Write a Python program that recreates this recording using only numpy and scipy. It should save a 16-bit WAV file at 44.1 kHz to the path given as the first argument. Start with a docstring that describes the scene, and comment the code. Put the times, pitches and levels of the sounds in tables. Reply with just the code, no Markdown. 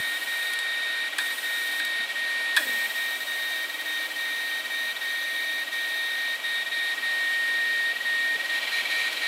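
"""A spindle motor whines close to the microphone, over rushing air and the thin metallic hiss of a rubbing head.
Short cuts in the motor current make the whine stutter; the air is filtered noise dragged round by the platters.
Several failing hard drives run uncovered on a table and the microphone moves among them, changing the balance.
Head arms clack against their stops as struck, ringing modes with a short room tail; one clack lands a second
head, which rubs as resonant noise, squeals and groans. A few soft bumps ring on the table."""
import sys
import numpy as np
from scipy import signal
from scipy.fft import rfft, irfft, next_fast_len
from scipy.io import wavfile
from scipy.ndimage import uniform_filter1d

SR = 44100
rng = np.random.default_rng(int(sys.argv[2]) if len(sys.argv) > 2 else 0)


def wav_out(sig):
    """Save sig, one row per channel (or a flat mono array), as 16-bit PCM at SR to the path in sys.argv[1]."""
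    wavfile.write(sys.argv[1], SR, np.round(np.clip(np.atleast_2d(sig).T, -1, 1) * 32767).astype(np.int16))


N = 408807
TIME = np.arange(N) / SR  # s

# Microphone places, whose moves may overlap or run out of order: middle of the move [t/s], length of the move [s],
# then levels there: whine, casing buzz, casing rasp, air, spindle hum [level/dB]
PLACES = {"first drive": (-1, .1, -30.5, -38, -44, -37.6, -82),
          "between drives": (2.5, 1.5, -26.5, -40.5, -40, -34.5, -81),
          "second drive": (3, .35, -31.4, -38.5, -45, -38, -78),
          "beside the second drive": (6.5, 1, -31, -38, -42.5, -36.5, -74),
          "third drive": (7, 0.5, -28.5, -38.8, -49, -34.5, -73),
          "over the table": (6, 3.7, -26, -39.5, -43, -36.5, -75),
          "fourth drive": (8.5, 0.4, -29, -37, -35, -32.5, -93.5)}
# Stutters of the motor current: middle of first cut [t/s], cut-to-cut time [s], cut length [s], cuts [count]
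STUTTERS = [(0.199, .057, .029, 2), (1.107, .054, 0.039, 2), (1.36, 0.054, .034, 2),
            (2.073, 0.065, 0.035, 2), (2.608, 0.049, .027, 2), (2.884, 0.051, 0.031, 2),
            (3.187, .067, .034, 2), (3.677, 0.048, 0.031, 2), (3.774, 0.0654, 0.0328, 2),
            (4.088, .053, 0.034, 2), (4.63, .057, 0.033, 2), (4.944, 0.049, 0.035, 2),
            (5.655, 0.05, 0.035, 2), (6.381, 0.039, 0.037, 2), (6.647, 0.056, .029, 2),
            (6.96, 0.049, .033, 2), (7.942, .047, 0.034, 3), (8.382, 0.048, 0.028, 3),
            (8.609, 0.047, 0.034, 3), (8.835, 0.047, 0.036, 2), (9.106, .046, .038, 3)]
# The whine's octave: [t/s], [level/dB]
OCTAVE_LEVEL = [(0.0, -42), (0.5, -39.5), (2.05, -39.1), (2.25, -49.1), (2.8, -41.5), (4.55, -40.5),
                (4.75, -40), (5.2, -41), (6.8, -37), (7.15, -44), (7.75, -41), (8.0, -43), (8.25, -43),
                (9.05, -54.5), (9.25, -47)]
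# Drive casing resonances, buzz and rasp: [f/Hz], width [Hz], relative [level/dB]
CASING_BUZZ = [(1586, 160, -6.5), (1680, 50, -9), (1828, 34, 0.5), (2074, 33, -0.5), (2279, 68, 2),
               (3625, 91, -5.5), (3824, 223, 0), (4070, 72, -8.5), (4557, 120, -8.5), (8500, 310, -16.5),
               (9960, 1040, -19.5)]
CASING_RASP = [(2070, 92, -10), (2337, 104, 9), (4100, 170, 0.5), (3770, 220, -9), (4660, 290, -14),
               (5600, 200, -14), (10900, 1100, -18)]
# Further resonances of casings, and of the second drive's rubbing head (13150, 14900 Hz),
# by the drive they are heard near: [f/Hz], width [Hz], [level/dB]
NEAR_RINGS = {"first drive": [(1470, 110, -47.5)], "second drive": [(2330, 24, -50), (6060, 130, -56.5),
              (9830, 600, -60), (11650, 260, -59), (13150, 600, -56), (14900, 890, -57)],
              "third drive": [(3403, 230, -41.5), (11670, 100, -60), (13900, 500, -61)],
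              "fourth drive": [(2310, 230, -39), (3970, 290, -38.5), (6600, 1200, -51.5)]}
# Arm against its stop: [t/s], bright tick [level/dB], body knock [level/dB], before the body's bass loss
CLACKS = [(.535, -34.5, -50), (.589, -33.5, -50), (1.1842, -28.5, -20.5), (1.797, -38, -29),
          (1.8498, -33, -52), (1.98, -50, -63), (2.5652, -25, -18), (2.5714, -28, -17), (6.5426, -44, -60),
          (9.1278, -41.5, -50)]
# Struck modes of the arm and of the drive's body: [f/Hz], relative [level/dB], t60 [s]
ARM_MODES = [(3380, 1, 0.013), (3760, 6, .015), (4480, -1.5, 0.016), (5200, -8, 0.015), (6470, -6, 0.007),
             (7820, -1, 0.01), (9040, -3.5, 0.022), (10000, -3, 0.0092), (11100, -4, 0.006),
             (12100, -7, .012), (14000, -18, .01)]
BODY_MODES = [(990, -10, .025), (1240, -14, 0.047), (1647, -1.5, 0.031), (1710, 3.5, 0.042),
              (2470, -4, 0.032), (3385, -2.5, .02), (4060, -9, 0.019), (4630, -11, 0.013)]
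# First head on its platter: start [t/s], end [t/s], [level/dB]
FIRST_RUBS = [(-.1, 0.535, -45.5), (1.197, 1.8, -44.5)]
# Resonances of the two rubbing heads: [f/Hz], width [Hz], relative [level/dB]
FIRST_HEAD_RUB = [(7980, 240, -6.5), (8762, 22, 5.5), (9150, 170, -3.5), (9500, 120, -14), (10000, 18, 5),
                  (10400, 60, -8), (12000, 190, -2.5), (12605, 22, 1), (12790, 130, -6), (14700, 260, -4),
                  (15125, 22, -1)]
SECOND_HEAD_RUB = [(7900, 250, -7.5), (8900, 400, -2.5), (12300, 400, -4), (13000, 200, -4.5),
                   (15100, 750, -7)]
# Noise spectra, low to high: [f/Hz], relative [level/dB per Hz]
LOW_RUSH = [(30, -56), (60, -32), (100, -24), (180, -20), (250, -6.5), (380, -5.5), (500, -3.5), (640, 1.5),
            (850, -1), (1250, -1), (1600, 1), (2100, -14.5), (3500, -25)]
PLATTER_RUSH = [(1100, -42), (1550, -6), (1950, -1), (2250, 4.5), (2550, 3), (2780, -0.5), (3000, 4),
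                (3400, 2.5), (3750, -1.5), (4150, -1), (4500, -6.5), (4900, -10), (5800, -22), (8000, -40)]
FINE_HISS = [(2000, -38), (3500, -15), (5200, 4.5), (6100, 2.5), (6700, 1.5), (7700, 3), (8600, 1),
             (10500, -1), (11500, 3.5), (12200, -4), (13200, -.5), (14400, 0), (15700, -22)]
# Gently wavering tones of the spindles and their bearings: mean [f/Hz], middle [level/dB]
BEARING_TONES = [(251, -72.5), (306.9, -64), (635, -65), (9722, -73), (11549, -72), (11886, -73),
                 (12244, -74)]
# Soft bumps on the table: [t/s], [f/Hz], [level/dB]
BUMPS = [(1.995, 223, -43), (8.35, 446, -34), (8.356, 179.6, -47)]

# motor: whine under power, and its change in a cut
COIL_HZ, CUT_DEPTH_DB, CUT_RISE_HZ = 1858.3, -14, 42
THIRD_HARMONIC_DB, THIRD_LIFT_DB = -64, 14  # the lift is weighted by nearness to the third drive
# second head: its rub starts strong, settles and slowly fades
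LANDING_S = 2.575
SECOND_RUB_DB, RUB_SETTLE_S, RUB_FADE_DB_PER_S = -40.5, 0.2, 1.5
RUB_HISS_DB = -3  # broad hiss of a rubbing head, relative to its ringing
# thin squeal from the landing: rises and swells until it breaks off
SQUEAL_HZ, SQUEAL_RISE_HZ_PER_S, SQUEAL_S = 12230, 1450, 0.41
SQUEAL_DB, SQUEAL_SWELL_DB_PER_S = -59, 13
# groan from the landing: sinks and dies
GROAN_START_HZ, GROAN_END_HZ, GROAN_SINK_S = 318, 205.5, .115
GROAN_DB, GROAN_DECAY_DB_PER_S = -47, 70
GROAN_OCTAVE_DB, GROAN_OCTAVE_DECAY_DB_PER_S = -41, 110
# arms
KNOCK_LAG_S = .0038  # the body answers after the tick
REBOUND_S, REBOUND_DB = .008, -11
RADIATION_HZ = 1100  # a drive's body radiates little below this
# air: low rush and fine hiss, level at mean air and the share of the air's swing they follow
LOW_RUSH_DB, LOW_RUSH_FOLLOWS = -43.5, 0.52
HISS_DB, HISS_FOLLOWS = -48, 0.55
TURNS_HZ = 120  # mean pitch of the spindle hum
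# microphone passband
MICROPHONE_LOW_HZ, CUTOFF_HZ = 116, 15750


def from_db(db):
    """Amplitude ratio of a level in dB."""
    return 10 ** (np.asarray(db) / 20)


def rms_one(x):
    """Scale to an rms of 1."""
    return x / np.sqrt(np.mean(x ** 2) + 1e-20)


def noise(gain_at):
    """Noise of rms 1 whose spectral amplitude follows a function of frequency."""
    size = next_fast_len(N)
    hz = np.maximum(np.arange(size // 2 + 1) * SR / size, 1)
    spectrum = rfft(rng.standard_normal(size)) * gain_at(hz)
    return rms_one(irfft(spectrum, size)[:N])


def drift(rate_hz):
    """Random wander of rms 1, mostly slower than the given rate."""
    return noise(lambda hz: 1 / (1 + (hz / rate_hz) ** 2))


def rush(spectrum):
    """Turbulence as noise with a smooth spectrum."""
    points_hz, db = np.transpose(spectrum)
    return noise(lambda hz: from_db(np.interp(np.log(hz), np.log(points_hz), db)))


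def resonant(peaks):
    """Random forcing of a set of steep-sided resonances."""
    def gain_at(hz):
        return sum(from_db(db) / (1 + ((hz - centre) / (0.71 * width)) ** 2) for centre, width, db in peaks)
    return noise(gain_at)


def phase_of(hz):
    """Phase in radians, accumulated from a moving pitch."""
    return 2 * np.pi * np.cumsum(hz) / SR


def tone(phase, db):
    """Sine with its rms level in dB."""
    return np.sqrt(2) * from_db(db) * np.sin(phase)


def coasting(edge_s=0.0045):
    """1 while the motor current is cut, 0 under power, with soft edges."""
    cuts = []
    for first_s, spacing_s, length_s, count in STUTTERS:
        cuts += [(first_s + k * spacing_s, length_s) for k in range(round(count))]
    outside_s = np.min([np.abs(TIME - s) - length_s / 2 for s, length_s in cuts], axis=0)
    return .5 - .5 * np.tanh(outside_s / edge_s)


def motor(near, whine_db, buzz_db, rasp_db, flutter_db=0.43, jitter=0.35, octave_jitter=.5, octave_flutter_db=2.5):
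    """The switched coils whine and shake the casing; in each cut all of it drops and the whine is sharper."""
    cut = coasting()
    power = 1 - cut * (1 - from_db(CUT_DEPTH_DB))
    sharp = uniform_filter1d(cut, size=1300)  # the pitch has no time to settle between close cuts
    phase = phase_of(COIL_HZ + CUT_RISE_HZ * sharp) + jitter * drift(33)
    whine = tone(phase, whine_db + flutter_db * drift(61))
    octave_db = np.interp(TIME, *np.transpose(OCTAVE_LEVEL))
    octave = tone(2 * phase + octave_jitter * drift(16), octave_db + octave_flutter_db * drift(28))
    third = tone(3 * phase, THIRD_HARMONIC_DB + THIRD_LIFT_DB * near["third drive"])
    casing = from_db(buzz_db) * resonant(CASING_BUZZ) + from_db(rasp_db) * resonant(CASING_RASP)
    rings = 0
    for place, peaks in NEAR_RINGS.items():
        for hz, width, db in peaks:
            rings = rings + near[place] * from_db(db) * resonant([(hz, width, 0)])
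    return power * (whine + octave + third + casing + rings)


def platters(air_db, hum_db):
    """Air dragged round by the platters gives three bands of noise; the spindles hum and sing in wavering tones."""
    swing_db = air_db - air_db.mean()
    low = from_db(LOW_RUSH_DB + LOW_RUSH_FOLLOWS * swing_db) * rush(LOW_RUSH)
    middle = from_db(air_db) * reflected(rush(PLATTER_RUSH), depth=0.17)
    hiss_db = HISS_DB + HISS_FOLLOWS * swing_db + .5 * drift(17)
    high = from_db(hiss_db) * reflected(rush(FINE_HISS), depth=0.13)
    hum = tone(phase_of(TURNS_HZ + drift(3.3)), hum_db + 2.3 * drift(6))
    tones = sum(tone(phase_of(hz + 0.82 * drift(3.35)), db + 3.6 * drift(1.4)) for hz, db in BEARING_TONES)
    return low + middle + high + hum + tones


def reflected(x, depth):
    """Five echoes off nearby metal colour a sound, their delays wandering slowly."""
    echoes = 0
    for delay_s in rng.uniform(0.000863, 0.0055, 5):
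        echoes = echoes + np.interp(TIME - delay_s - .00002 * drift(.3), TIME, x)
    return rms_one(x + depth * echoes)


def arms():
    """An arm ticks on its stop, knocks the drive's body, which is too small to radiate bass, and bounces once."""
    rebounds = np.add(CLACKS, (REBOUND_S, REBOUND_DB, REBOUND_DB))
    times, tick_db, knock_db = np.vstack([CLACKS, rebounds]).T
    tick = strike(times, tick_db, ARM_MODES, chatter=0.18, chatter_s=0.0028)
    knock = strike(times + KNOCK_LAG_S, knock_db, BODY_MODES, chatter=.05, chatter_s=.003)
    bass_loss = signal.butter(3, RADIATION_HZ, "high", fs=SR, output="sos")
    return signal.sosfilt(bass_loss, tick + knock)


def strike(times, levels_db, modes, chatter, chatter_s):
    """Each contact is a blow and a brief random chatter, drawn afresh for every mode."""
    age = np.arange(2048) / SR
    out = np.zeros(N)
    for hz, db, t60 in modes:
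        force = np.zeros(N + len(age))
        for s, level_db in zip(times, levels_db):
            blow = chatter * rng.standard_normal(len(age)) * np.exp(-age / chatter_s)
            blow[0] += 1
            start = round(s * SR)
            force[start:start + len(age)] += from_db(level_db + db) * blow
        out += ring(force[:N], hz, t60)
    return out


def ring(force, hz, t60):
    """A two-pole resonator: a unit click sets a sine of height 1 ringing and dying away."""
    r, w = from_db(-60 / (t60 * SR)), 2 * np.pi * hz / SR
    return signal.lfilter([0, np.sin(w)], [1, -2 * r * np.cos(w), r * r], force + 1e-18)


def heads(rough_db=0.6, groan_rough_db=4.5, groan_attack_s=0.016, landing_attack_s=.006):
    """Heads drag on the platters, their thin suspensions singing; the second lands with a squeal and a groan."""
    age = np.maximum(TIME - LANDING_S, 0)
    landed = np.tanh(age / landing_attack_s)
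    first = sum(from_db(db) * ((TIME > start) & (TIME < end)) for start, end, db in FIRST_RUBS)
    second = landed * from_db(SECOND_RUB_DB - RUB_FADE_DB_PER_S * age) / np.sqrt(1 + age / RUB_SETTLE_S)
    rub = first * resonant(FIRST_HEAD_RUB) + second * resonant(SECOND_HEAD_RUB)
    rub = rub + (first + second) * from_db(RUB_HISS_DB) * rush(FINE_HISS)

    rising = np.minimum(age, SQUEAL_S)
    squeal_phase = phase_of(SQUEAL_HZ + SQUEAL_RISE_HZ_PER_S * rising)
    squeal = tone(squeal_phase, SQUEAL_DB + SQUEAL_SWELL_DB_PER_S * rising)
    rub = rub + landed * (age < SQUEAL_S) * squeal * drift(140)  # the fast drift roughens it

    groan_hz = GROAN_END_HZ + (GROAN_START_HZ - GROAN_END_HZ) * np.exp(-age / GROAN_SINK_S)
    phase = phase_of(groan_hz * (1 + 0.0346 * drift(40)))
    groan = tone(phase, GROAN_DB - GROAN_DECAY_DB_PER_S * age)
    groan = groan + tone(2 * phase, GROAN_OCTAVE_DB - GROAN_OCTAVE_DECAY_DB_PER_S * age)
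    groan = np.tanh(age / groan_attack_s) * groan * from_db(groan_rough_db * drift(50.3))
    return rub * from_db(rough_db * drift(60)) + groan


def table(t60=0.07):
    """A soft bump swells and rings briefly at one low pitch."""
    out = 0
    for s, hz, db in BUMPS:
        age = np.maximum(TIME - s, 0)
        level = from_db(db - 60 * np.minimum(age / t60, 3))
        out = out + level * np.tanh(age / .003) * np.sin(2 * np.pi * hz * age)
    return out


def room(x, t60=0.34):
    """A short diffuse tail of decaying noise that starts after the first wall."""
    age = np.arange(SR // 2) / SR
    tail = rng.standard_normal(len(age)) * from_db(-60 * age / t60) * (age > .004)
    return signal.fftconvolve(x, tail / np.sqrt(np.sum(tail ** 2)))[:N]


def nearness():
    """Weight of each place at the microphone, summing to 1; overlapping moves can take a weight below 0."""
    moved = [np.clip((TIME - s) / length + .5, 0, 1) for s, length, *_ in PLACES.values()] + [0]
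    return {place: moved[k] - moved[k + 1] for k, place in enumerate(PLACES)}


def heard_levels(near):
    """The levels of whine, buzz, rasp, air and hum at the moving microphone, in dB."""
    return sum(np.outer(levels, near[place]) for place, (_, _, *levels) in PLACES.items())


def scene():
    """All the drives, heard from one microphone that moves among them; both channels are alike."""
    near = nearness()
    whine_db, buzz_db, rasp_db, air_db, hum_db = heard_levels(near)
    spinning = motor(near, whine_db, buzz_db, rasp_db) + platters(air_db, hum_db)
    clacks = arms()
    sound = spinning + heads() + table() + clacks + from_db(-7.5) * room(clacks)
    return np.array([sound, sound])


def record(dry):
    """A small microphone without bass; the top is cut steeply."""
    low_cut = signal.butter(2, MICROPHONE_LOW_HZ, "high", fs=SR, output="sos")
    top_cut = signal.ellip(12, .1, 80, CUTOFF_HZ, fs=SR, output="sos")
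    return signal.sosfilt(top_cut, signal.sosfilt(low_cut, dry))


dry = scene()
out = record(dry)
wav_out(out)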